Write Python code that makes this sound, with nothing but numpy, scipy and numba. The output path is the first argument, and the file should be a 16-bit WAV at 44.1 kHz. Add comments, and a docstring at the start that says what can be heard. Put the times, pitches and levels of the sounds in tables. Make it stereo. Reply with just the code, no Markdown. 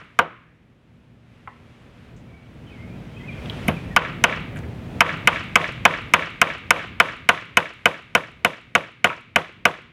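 """Hammering nails in a fenced yard

A steel hammer drives nails through a pine board into a wooden frame: each blow is a noisy crack,
decaying board and frame tones and a rattle, and it comes back from the yard as filtered echoes.
Handling ticks are puffs of noise, a bird whistles gliding tones, a far engine and leaves are shaped
noise, and a fan hums on steady pitches. The camera raises its gain in the pause, lowers it when
blows are loud and limits the peaks."""
import sys
import numpy as np
from scipy import signal
from scipy.fft import rfft, irfft, next_fast_len
from scipy.io import wavfile
from scipy.ndimage import uniform_filter1d, minimum_filter1d
from numba import njit

SR = 44100
rng = np.random.default_rng(int(sys.argv[2]) if len(sys.argv) > 2 else 0)


def dump_mix(stems):
    """Bounce the given channels to the path in sys.argv[1] as a 16-bit WAV at rate SR."""
    frames = np.atleast_2d(stems).T  # one column per channel
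    limited = np.clip(frames, -1, 1)  # hard clip at full scale
    pcm = np.round(limited * 32767).astype(np.int16)
    wavfile.write(sys.argv[1], SR, pcm)


N = 437472
LEAD_S, YARD_S = 0.15, 0.6  # time kept before the start for an earlier blow; length of the yard responses


def undb(db):
    """Turn decibels into a plain amplitude factor."""
    return 10 ** (np.asarray(db) / 20)


def colour(x, points):
    """Filter a sound by a spectrum of (pitch_hz, level_db) points."""
    size = next_fast_len(x.shape[-1])
    hz, db = np.transpose(points)
    bin_hz = np.arange(size // 2 + 1) * SR / size
    gain = undb(np.interp(np.log(bin_hz + 1), np.log(hz), db))
    return irfft(rfft(x, size) * gain, size)[..., :x.shape[-1]]


def bell(hz, octaves):
    """Spectrum points of a band that falls 30 dB two widths away."""
    steps = (-3, -2, -1, -0.5, 0, 0.5, 1, 2, 3)
    return [(hz * 2 ** (octaves * k), -7.5 * k * k) for k in steps]


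def unit(x):
    """Scale a sound to an average (RMS) level of 1."""
    return x / np.sqrt(np.mean(x ** 2))


def decay(t, t60):
    """Fade that loses 60 dB in t60 seconds."""
    return np.exp(-np.log(1000) * t / t60)


def soft_rise(t, rise):
    """Build-up that starts gently and takes about rise seconds."""
    return 1 - np.exp(-(t / rise) ** 2)


def burst(hz, octaves, length):
    """A short puff of band noise that starts within a cycle and dies away; energy 1."""
    t = np.arange(int(6 * length * SR) + 64) / SR
    noise = colour(rng.standard_normal(4096 + len(t)), bell(hz, octaves))[:len(t)]
    puff = noise * np.exp(-t / length) * soft_rise(t, 1 / hz)
    return puff / np.sqrt(np.sum(puff ** 2))


def add(out, x, s):
    """Mix x into out from s seconds on."""
    i = int(s * SR)
    out[i:i + len(x)] += x[:len(out) - i]


def walk(rate):
    """Random levels held 1 / rate seconds and smoothed twice; spread near 1."""
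    k = int(SR / rate)
    held = np.repeat(rng.standard_normal(N // k + 1), k)
    return 1.3 * uniform_filter1d(uniform_filter1d(held, k), k)[:N]


def lumps(size, per_s, depth_db):
    """Gain that jumps at random in clumps a few ms long."""
    k = int(SR / per_s)
    held = np.repeat(rng.standard_normal(size // k + 1), k)
    return undb(depth_db * uniform_filter1d(held, k // 2)[:size])


def ring(modes, t, phase, db):
    """Wood rings as a sum of modes: pure tones that each build up and decay."""
    hz, mode_db, t60, rise = np.transpose(modes)[:, :, None]
    swell = soft_rise(t, rise) * decay(t, t60)
    return np.sum(undb(mode_db + db) * swell * np.sin(2 * np.pi * hz * t + phase), axis=0)


def hardness_octaves(hz):
    """Octaves from 1500 Hz, held below 1000 Hz: a softer contact only dulls the upper modes."""
    return np.log2(np.maximum(hz, 1000) / 1500)


# noise of the steel crack: pitch_hz, level_db (dB per Hz)
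CRACK_SPECTRUM = [(3000, -37), (4400, -3.5), (5200, 11.5), (6300, 9.5), (8000, 4), (10500, 3.5), (13000, 0),
                  (16000, -43.5)]
CRACK_DB, CRACK_T60_S, CRACK_RISE_S = -13, 0.024, 0.00064
CONTACT_S, LET_GO_DB = 0.0036, -3.5  # the crack drops when the head leaves the nail


def steel_crack(t):
    """Steel on steel gives a burst of treble noise that drops as the contact ends."""
    noise = unit(colour(rng.standard_normal(len(t)), CRACK_SPECTRUM))
    crack = noise * (1 - np.exp(-t / CRACK_RISE_S)) * decay(t, CRACK_T60_S)
    return crack * undb(LET_GO_DB * np.clip((t - CONTACT_S) * 2000, 0, 1))  # drops over 0.5 ms


# noise of the board chattering on the frame: pitch_hz, level_db (dB per Hz)
RATTLE_SPECTRUM = [(300, -38), (600, -5), (1200, 5.5), (2400, -5), (3200, -7), (4200, -24.5), (9000, -48.5)]
RATTLE_DB, RATTLE_T60_S, RATTLE_RISE_S = -14, 0.0952, 0.0024


def board_rattle(t):
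    """The board chatters on the frame: fading noise broken into random clumps."""
    noise = unit(colour(rng.standard_normal(len(t)), RATTLE_SPECTRUM))
    return noise * lumps(len(t), 250.0, 3.9) * soft_rise(t, RATTLE_RISE_S) * decay(t, RATTLE_T60_S)


# blow as sent sideways into the yard: pitch_hz, level_db (dB per Hz)
KNOCK_SPECTRUM = [(80, -21), (200, 6.5), (450, 9), (800, -1), (1100, 1.5), (1500, 2), (2500, -5.5),
                  (3200, -13.5), (4400, -22), (6000, -26), (10000, -34.5), (16000, -50)]
LOW_MODES_HZ, MIDDLE_MODES_HZ = 850, 1700  # low modes lie below the first, middle modes between the two
CLICK_AT = 1000  # samples of room before the click, as its filtered sound spreads both ways


def sideways_knock(size, tilt_db, low_db, middle_db):
    """Seen edge-on, the board's modes blur into one short broad knock."""
    sent = []
    for hz, level_db in KNOCK_SPECTRUM:
        level_db = level_db + tilt_db * hardness_octaves(hz)
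        if hz < LOW_MODES_HZ:
            level_db += low_db
        elif hz < MIDDLE_MODES_HZ:
            level_db += middle_db
        sent.append((hz, level_db))
    return colour(signal.unit_impulse(size, CLICK_AT), sent)


# blows on the board: start_s, level_db, hardness of contact (tilt_db per octave), crack_db,
# low_modes_db, middle_modes_db, frame_thud_db, share sent into the yard_db, share reaching its far_end_db
BLOWS = [(-.12, 5, 2.5, -6, -0.5, 4.5, 2.5, 2, 4.5), (.189, 1, -3.5, -9, -0.5, 4, 1.5, 9, 1),
         (3.682, -23, -2.5, -9.5, -2.5, -6.5, 21.5, 15.5, 3), (3.963, -2, 0.5, -8, -4.5, 1, 2.5, 7, 6),
         (4.239, -0.5, 0.5, -6, -4.5, -2, 2, 10, 11), (5.006, 4.5, 2, -4.5, -3, 2, 3, 4, 5),
         (5.273, 3.5, 2, -3.5, -6, -1.5, 2.5, 8, 9), (5.556, 5, 3, -2.5, -1.5, -1, 4, 7, 11),
         (5.852, 5, 1.5, -7, -3.5, 0, 3.5, 9, 10), (6.1367, 7.5, 1.5, -5, -4, -1, 1, 8, 9),
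         (6.415, 6, 2, -3, -3, -1.5, 2.5, 9.5, 11.5), (6.706, 7, 3, -2, 0, 1, 2.5, 8, 10),
         (7.0, 7, 3, -6, -1.5, 2.5, 1, 7.5, 7.5), (7.289, 5.5, 3, -5.5, -2.5, 1.5, 1, 8, 8.5),
         (7.57, 4, 3.5, -4, -0.5, -0.5, 2, 7.5, 10), (7.856, 0.5, 3.5, -5, 1.5, 1, 3.5, 9, 9.5),
         (8.15, -2.5, 4, -3.5, 2, 1.5, 6, 8.5, 10), (8.447, -3, 4, -4, 2, 0, 5.5, 9.5, 9.5),
         (8.751, -3.5, 3, -4, 1, 0, 5.5, 10.5, 10.5), (9.043, -4, 4.5, -4, 4, 0, 5.5, 9, 11),
         (9.359, -4.5, 3.5, -4, 2, 1, 6, 10, 9.5), (9.653, -3, 4, -3.5, 4, 3, 4.5, 8, 7)]
# board modes: pitch_hz, level_db, t60_s, rise_s; low bending waves travel slowly and build up late
BOARD_MODES = [(483, -21.5, 0.14, 0.0029), (580, -21, 0.08, 0.017), (700, -8, 0.037, 0.003),
               (936, -17.5, 0.084, 0.0033), (1027, -18.5, 0.079, 0.0057), (1171.5, -8.5, 0.043, 0.0047),
               (1261, -12.5, 0.031, 0.0018), (1459, -7.5, 0.05, 0.004), (1580, -8, 0.033, 0.0024),
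               (1793, -20, 0.043, 0.0023), (2074, -8.5, 0.025, 0.00057), (2291, -8, 0.026, 0.00047),
               (2542, -2, 0.026, 0.0041), (2670, -15.5, 0.0054, 0.00066), (2775, -15, 0.036, 0.0019),
               (2997, -7, 0.026, 0.0023), (3616, -23.5, 0.024, 0.0013), (4110, -31.5, 0.021, 0.000607)]
# hollow frame modes: pitch_hz, level_db, t60_s, rise_s
FRAME_MODES = [(88.5, -34, 0.14, 0.01), (163.2, -32, 0.23, 0.019), (204.3, -17.5, 0.044, 0.004),
               (333.4, -40, 0.2, 0.0026), (409.6, -37, 0.096, 0.0011)]
AIM_RAD = 0.55  # spread of the direction in which a blow is sent


def hammer(scatter_db=1.0, scatter_rad=0.6, scatter_pitch=0.0045):
    """Every blow lands a little differently, so the modes scatter about one pattern.

    Rows: toward the camera, toward two sides of the yard, toward two sides of its far end."""
    out = np.zeros((5, N + int(LEAD_S * SR)))
    t = np.arange(int(0.15 * SR)) / SR
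    board_hz = np.array(BOARD_MODES)[:, :1]
    pattern = np.pi * np.arange(len(BOARD_MODES))[:, None]  # neighbouring modes start in opposite directions
    low = board_hz < LOW_MODES_HZ
    middle = ~low & (board_hz < MIDDLE_MODES_HZ)
    for s, db, tilt_db, crack_db, low_db, middle_db, thud_db, yard_db, far_db in BLOWS:
        phase_luck, level_luck, pitch_luck = rng.standard_normal((3, len(BOARD_MODES), 1))
        modes = np.array(BOARD_MODES)
        modes[:, 0] *= 1 + scatter_pitch * pitch_luck[:, 0]
        mode_db = tilt_db * hardness_octaves(board_hz) + low_db * low + middle_db * middle
        blow = ring(modes, t, pattern + scatter_rad * phase_luck, mode_db + scatter_db * level_luck)
        blow += undb(RATTLE_DB + 0.28 * tilt_db) * board_rattle(t)
        blow += ring(FRAME_MODES, t, 0, thud_db)
        blow += undb(CRACK_DB + crack_db) * steel_crack(t)
        add(out[0], undb(db) * blow, s + LEAD_S)

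        knock = undb(db + yard_db) * sideways_knock(len(t), tilt_db, low_db, middle_db)
        aim = AIM_RAD * rng.standard_normal()
        sides = np.array([np.cos(aim), np.sin(aim)])
        shares = np.concatenate([sides, undb(far_db - yard_db) * sides])
        for row, share in zip(out[1:], shares):
            add(row, share * knock, s + LEAD_S - CLICK_AT / SR)
    return out


# diffuse echoes from bushes, sheds and houses: delay_s, level_db, smear_s, pitch_hz, width_octaves
ECHOES = [(0.013, -15, 0.0028, 1285, 1.6), (.036, -21.5, 0.0038, 1512, 1.4), (.032, -16, .006, 3490, 0.47),
          (0.043, -9, 0.022, 1045, 0.22), (.055, -14, 0.0049, 2328, 0.41), (.064, -12.5, 0.013, 706, 0.32),
          (.092, -19, 0.023, 2030, 0.38), (0.12, -35.5, .01, 5750, 1.25), (.133, -26.5, 0.01, 1170, 2),
          (.2, -38.5, 0.068, 1200, 0.3)]
NEAR_S = 0.04  # echoes later than this count as far


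def echoes(far):
    """Rough surfaces return smeared noise, either later (far) or sooner than NEAR_S."""
    response = np.zeros(int(YARD_S * SR))
    for delay, db, smear, hz, octaves in ECHOES:
        if (delay > NEAR_S) == far:
            level = undb(db) * np.sqrt(hz * octaves / SR) * 4
            add(response, level * burst(hz, octaves, smear), delay)
    return response


# scattered sound of the yard: pitch_hz, level_db, t60_s
YARD_BANDS = [(142, -19, 0.29), (318, -21.5, 0.33), (684, -8, 0.2), (1200, -16.5, 0.5), (2360, -14, 0.79),
              (3250, -8.5, 0.63), (6000, -11.5, 0.42), (10800, -7.5, 0.25)]
CLUMP_DB = 2.5


def yard():
    """Near echoes over a diffuse scatter that builds up in a few ms and fades band by band."""
    t = np.arange(int(YARD_S * SR)) / SR
    response = np.zeros(len(t))
    for hz, db, t60 in YARD_BANDS:
        noise = colour(rng.standard_normal(len(t)), bell(hz, 1 / 2))
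        tail = noise * (1 - np.exp(-t / 0.0058)) * decay(t, t60)
        response += undb(db) * tail / np.sqrt(np.sum(tail ** 2))
    # bushes and posts scatter in clumps that blend later on
    response *= lumps(len(t), 120.0, CLUMP_DB) ** np.exp(-t / 0.12)
    return response + echoes(False)


# clean slaps from flat fence panels and walls: delay_s, level_db, pitch_hz, width_octaves
SLAPS = [(.058, -37, 9960, 0.55), (.063, -25.5, 1078, 0.52), (0.0863, -9, 1956, 0.55),
         (0.098, -25, 1692, 0.63), (.122, -21, 5340, 0.36), (.132, -22, 2800, 0.32),
         (0.139, -28.5, 1100, 0.49), (.166, -29.5, 8500, 0.63), (.222, -28, 2100, .5)]
SLAP_SMEAR_S = 0.0037


def slaps():
    """Each flat wall returns one short band of sound with a sharp front and a ragged end."""
    response = np.zeros(int(YARD_S * SR))
    for delay, db, hz, octaves in SLAPS:
        level = undb(db) * np.sqrt(hz * octaves / SR) * 2
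        add(response, level * burst(hz, octaves, SLAP_SMEAR_S), delay)
    return response


def returns(sent, one, two):
    """Mid and side of what two views of the same surfaces send back."""
    def echo(x, response):
        return signal.fftconvolve(x, response)[int(LEAD_S * SR):][:N]

    mid = echo(sent[0], one) + echo(sent[1], two)
    side = echo(sent[0], two) - echo(sent[1], one)
    return np.array([mid, side])


# small ticks and scuffs of hands, nail and tools: start_s, level_db, pitch_hz, width_octaves, length_s
TICKS = [(1.474, -39, 1044, 0.39, 0.0076), (1.474, -44.5, 1900, 0.55, .005), (1.473, -56, 450, .6, .008),
         (1.487, -59, 1900, .15, .025), (2.164, -76.5, 6500, 0.33, 0.03), (3.458, -53, 2600, 0.7, 0.003),
         (3.498, -43, 3300, .2, 0.003), (3.499, -71, 12000, 0.49, 0.0027),
         (3.68, -49.5, 11000, 0.27, 0.0045), (3.764, -45.5, 200, 0.38, 0.0083),
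         (4.56, -54.5, 1740, 0.69, 0.022), (4.575, -75.5, 4530, 1.2, 0.016),
         (4.558, -72.5, 10000, .4, .008), (4.57, -69, 7500, .3, .008), (4.589, -64, 3988, 1.4, .003),
         (4.635, -60, 1500, 0.64, 0.0127), (9.101, -31, 1244, 0.41, 0.019),
         (9.093, -35.5, 2400, 0.2, 0.021)]


def ticks():
    """Handling makes brief puffs of band noise."""
    out = np.zeros(N)
    for s, db, hz, octaves, length in TICKS:
        add(out, undb(db) * np.sqrt(length * SR) * burst(hz, octaves, length), s)
    return out


# bird notes: start_s, length_s, first_pitch_hz, last_pitch_hz, level_db
BIRD_NOTES = [(2.266, 0.12, 2310, 2242, -70), (2.666, 0.042, 3100, 3070, -67),
              (2.701, 0.03, 2430, 2550, -63), (2.72, 0.053, 2350, 2030, -66),
              (2.765, 0.1, 2010, 2210, -66.5), (2.852, 0.12, 2220, 2510, -72),
              (3.135, 0.11, 3145, 3200, -73.5), (3.165, 0.022, 2610, 2560, -58.5),
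              (3.195, 0.035, 1970, 2040, -64.5), (3.228, 0.035, 2096, 2150, -64),
              (3.272, 0.049, 2490, 2020, -57.5), (3.31, .035, 3260, 3160, -71),
              (3.33, .02, 2110, 2154, -69), (3.383, .025, 2100, 2155, -63), (3.61, 0.028, 2950, 3150, -64),
              (3.727, 0.032, 2590, 2690, -64.5), (3.76, 0.034, 2640, 2200, -60),
              (3.905, .025, 1950, 1900, -63.5), (3.925, 0.028, 1880, 1600, -67),
              (3.79, .025, 2100, 2600, -67.5)]
NOTE_ARCH, WARBLE = 0.5, 0.02  # power of the swelling arch; pitch spread as a share of the pitch
FLUTTER_DB, BIRD_ECHO_DB = 2.5, -7


def bird():
    """Gliding near-sine whistles: each swells and fades, warbles in pitch and flutters in level."""
    out = np.zeros(N)
    warble = 1 + WARBLE * walk(120)
    for s, length, first_hz, last_hz, db in BIRD_NOTES:
        u = np.arange(int(length * SR)) / (length * SR)  # 0 to 1 along the note
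        hz = (first_hz + (last_hz - first_hz) * u) * warble[int(s * SR):][:len(u)]
        whistle = np.sin(2 * np.pi * np.cumsum(hz) / SR)
        add(out, undb(db) * np.sin(np.pi * u) ** NOTE_ARCH * whistle, s)
    return np.sqrt(2) * out * undb(FLUTTER_DB * walk(90))


# far engine passing, and the wind in the leaves: time_s, engine_db, leaves_db
AFAR = [(0, -54.5, -59), (.6, -58, -68.5), (1.2, -57, -67), (1.7, -57, -64), (2.4, -55.5, -68),
        (2.9, -55, -66.5), (3.3, -52, -63.5), (3.6, -50, -58.5), (4.1, -48.5, -67.5), (4.75, -51, -66),
        (5.3, -47.5, -62), (5.8, -49, -62), (6.8, -48, -62.5), (7.8, -54, -61), (9, -59, -68),
        (9.92, -59, -72)]
# engine rumble: pitch_hz, level_db (dB per Hz)
RUMBLE_SPECTRUM = [(18, -75), (30, -10.5), (60, 0), (112, 3.5), (170, 2), (240, -3), (400, -11.5),
                   (700, -16.5), (1200, -28), (2500, -52.5)]
# leaves and distant air: pitch_hz, level_db (dB per Hz)
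AIR_SPECTRUM = [(300, -9.5), (500, -1), (800, -7), (1300, -5.5), (2500, -6.5), (3400, -12), (4500, -20),
                (7000, -27), (12000, -34), (13500, -48.5), (14500, -81)]
# width of the background: pitch_hz, side_minus_mid_db
BACKGROUND_WIDTH = [(30, -24.5), (110, -24), (200, -14), (380, -4.5), (700, -9), (1290, -6), (2380, -13),
                    (4400, -2), (8120, -3), (15000, -3.5)]
# fan tones: pitch_hz, level_db
FAN_TONES = [(118.4, -64.5), (239, -67.5), (320, -77.5), (402, -77), (485, -83)]


def background():
    """Throbbing engine noise, airy leaf noise and a fan's wavering tones; returns mid and side."""
    t = np.arange(N) / SR
    s, engine_db, leaves_db = np.transpose(AFAR)
    rumble = unit(colour(rng.standard_normal((2, N)), RUMBLE_SPECTRUM))
    rumble *= undb(np.interp(t, s, engine_db) + 1.7 * walk(11.0))
    air = unit(colour(rng.standard_normal((2, N)), AIR_SPECTRUM))
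    air *= undb(np.interp(t, s, leaves_db) + 0.94 * walk(8.6))
    hum = np.zeros(N)
    for hz, db in FAN_TONES:
        tone = np.sin(2 * np.pi * hz * t + 0.49 * walk(3.0))
        hum += np.sqrt(2) * undb(db + 2.1 * walk(5.3)) * tone
    mid, side = rumble + air
    return mid + hum, colour(side, BACKGROUND_WIDTH)


# width of the near sounds: pitch_hz, side_minus_mid_db
BLOW_WIDTH = [(200, -30), (1000, -40), (3000, -18.5), (5000, -14), (12000, -8)]
# width of the yard's answer: pitch_hz, side_minus_mid_db
YARD_WIDTH = [(200, -27.5), (1000, -21), (3000, -11.5), (5000, -0.5), (12000, 3.5)]


def scene():
    """Mix near sounds, their echoes and the background into left and right."""
    blows, *sent = hammer()
    handling = ticks()
    song = bird()
    for row in sent[::2]:  # one side of the yard and one side of its far end
        add(row, 0.19 * handling + undb(BIRD_ECHO_DB) * song, LEAD_S)
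    from_yard = returns(sent[:2], yard(), yard())
    from_far_end = returns(sent[2:], echoes(True) + slaps(), echoes(True))
    back, aside = from_yard + from_far_end
    near = blows[int(LEAD_S * SR):] + handling + song
    mid, side = background()
    # close ports differ by a small lag, so the side of a near sound is a quarter turn from its mid
    lagged = signal.hilbert(near, next_fast_len(N))[:N].imag
    side = side + colour(lagged, BLOW_WIDTH) + colour(aside, YARD_WIDTH)
    return mid + near + back + np.array([side, -side])


@njit
def gains(peak, start_db, rise_db, fall_db, target, limit, hold, release):
    """Slow gain climbs under the target and sinks over it; a limiter grabs, holds and lets go."""
    out, db = np.empty(len(peak)), start_db
    held, seen, wait = 1.0, 0.0, 0.0  # limiter's cut, level followed, samples left to hold
    for i in range(len(peak)):
        slow = 10 ** (db / 20)
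        seen = max(peak[i] * slow, seen * release)
        db += rise_db if seen < target else -fall_db * np.log10(seen / target)
        over = peak[i] * slow / limit
        if over >= held:
            held, wait = over, hold
        elif wait > 0:
            wait -= 1
        else:
            held = held ** release
        out[i] = slow / held
    return out


GAIN_START_DB, GAIN_TARGET_DB = -0.5, -18
GAIN_RISE_DB_S, GAIN_FALL_DB_S = 5.5, 26.5  # the fall is for a level ten times the target
LIMIT_DB, LIMIT_HOLD_S, LIMIT_RELEASE_S = 3, 0.03, 0.027
CEILING, TOP_HZ = 1, 16400  # clipping amplitude; treble cut-off


def record(dry):
    """The camera's gain control, limiter with 1 ms of look-ahead, soft clipping and treble cut-off."""
    loudest = np.abs(dry).max(axis=0)
    peak = -minimum_filter1d(-loudest, size=89)  # highest value within 1 ms either way
    gain = gains(peak, float(GAIN_START_DB), GAIN_RISE_DB_S / SR, GAIN_FALL_DB_S / SR,
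                 float(undb(GAIN_TARGET_DB)), float(undb(LIMIT_DB)),
                 LIMIT_HOLD_S * SR, np.exp(-1 / (LIMIT_RELEASE_S * SR)))
    wet = dry * uniform_filter1d(gain, size=45)
    wet = wet / (1 + np.abs(wet / CEILING) ** 4) ** (1 / 4)
    cut_off = signal.ellip(12, 0.2, 100, TOP_HZ, fs=SR, output="sos")
    return signal.sosfilt(cut_off, wet)


dry = scene()
out = record(dry)
dump_mix(out)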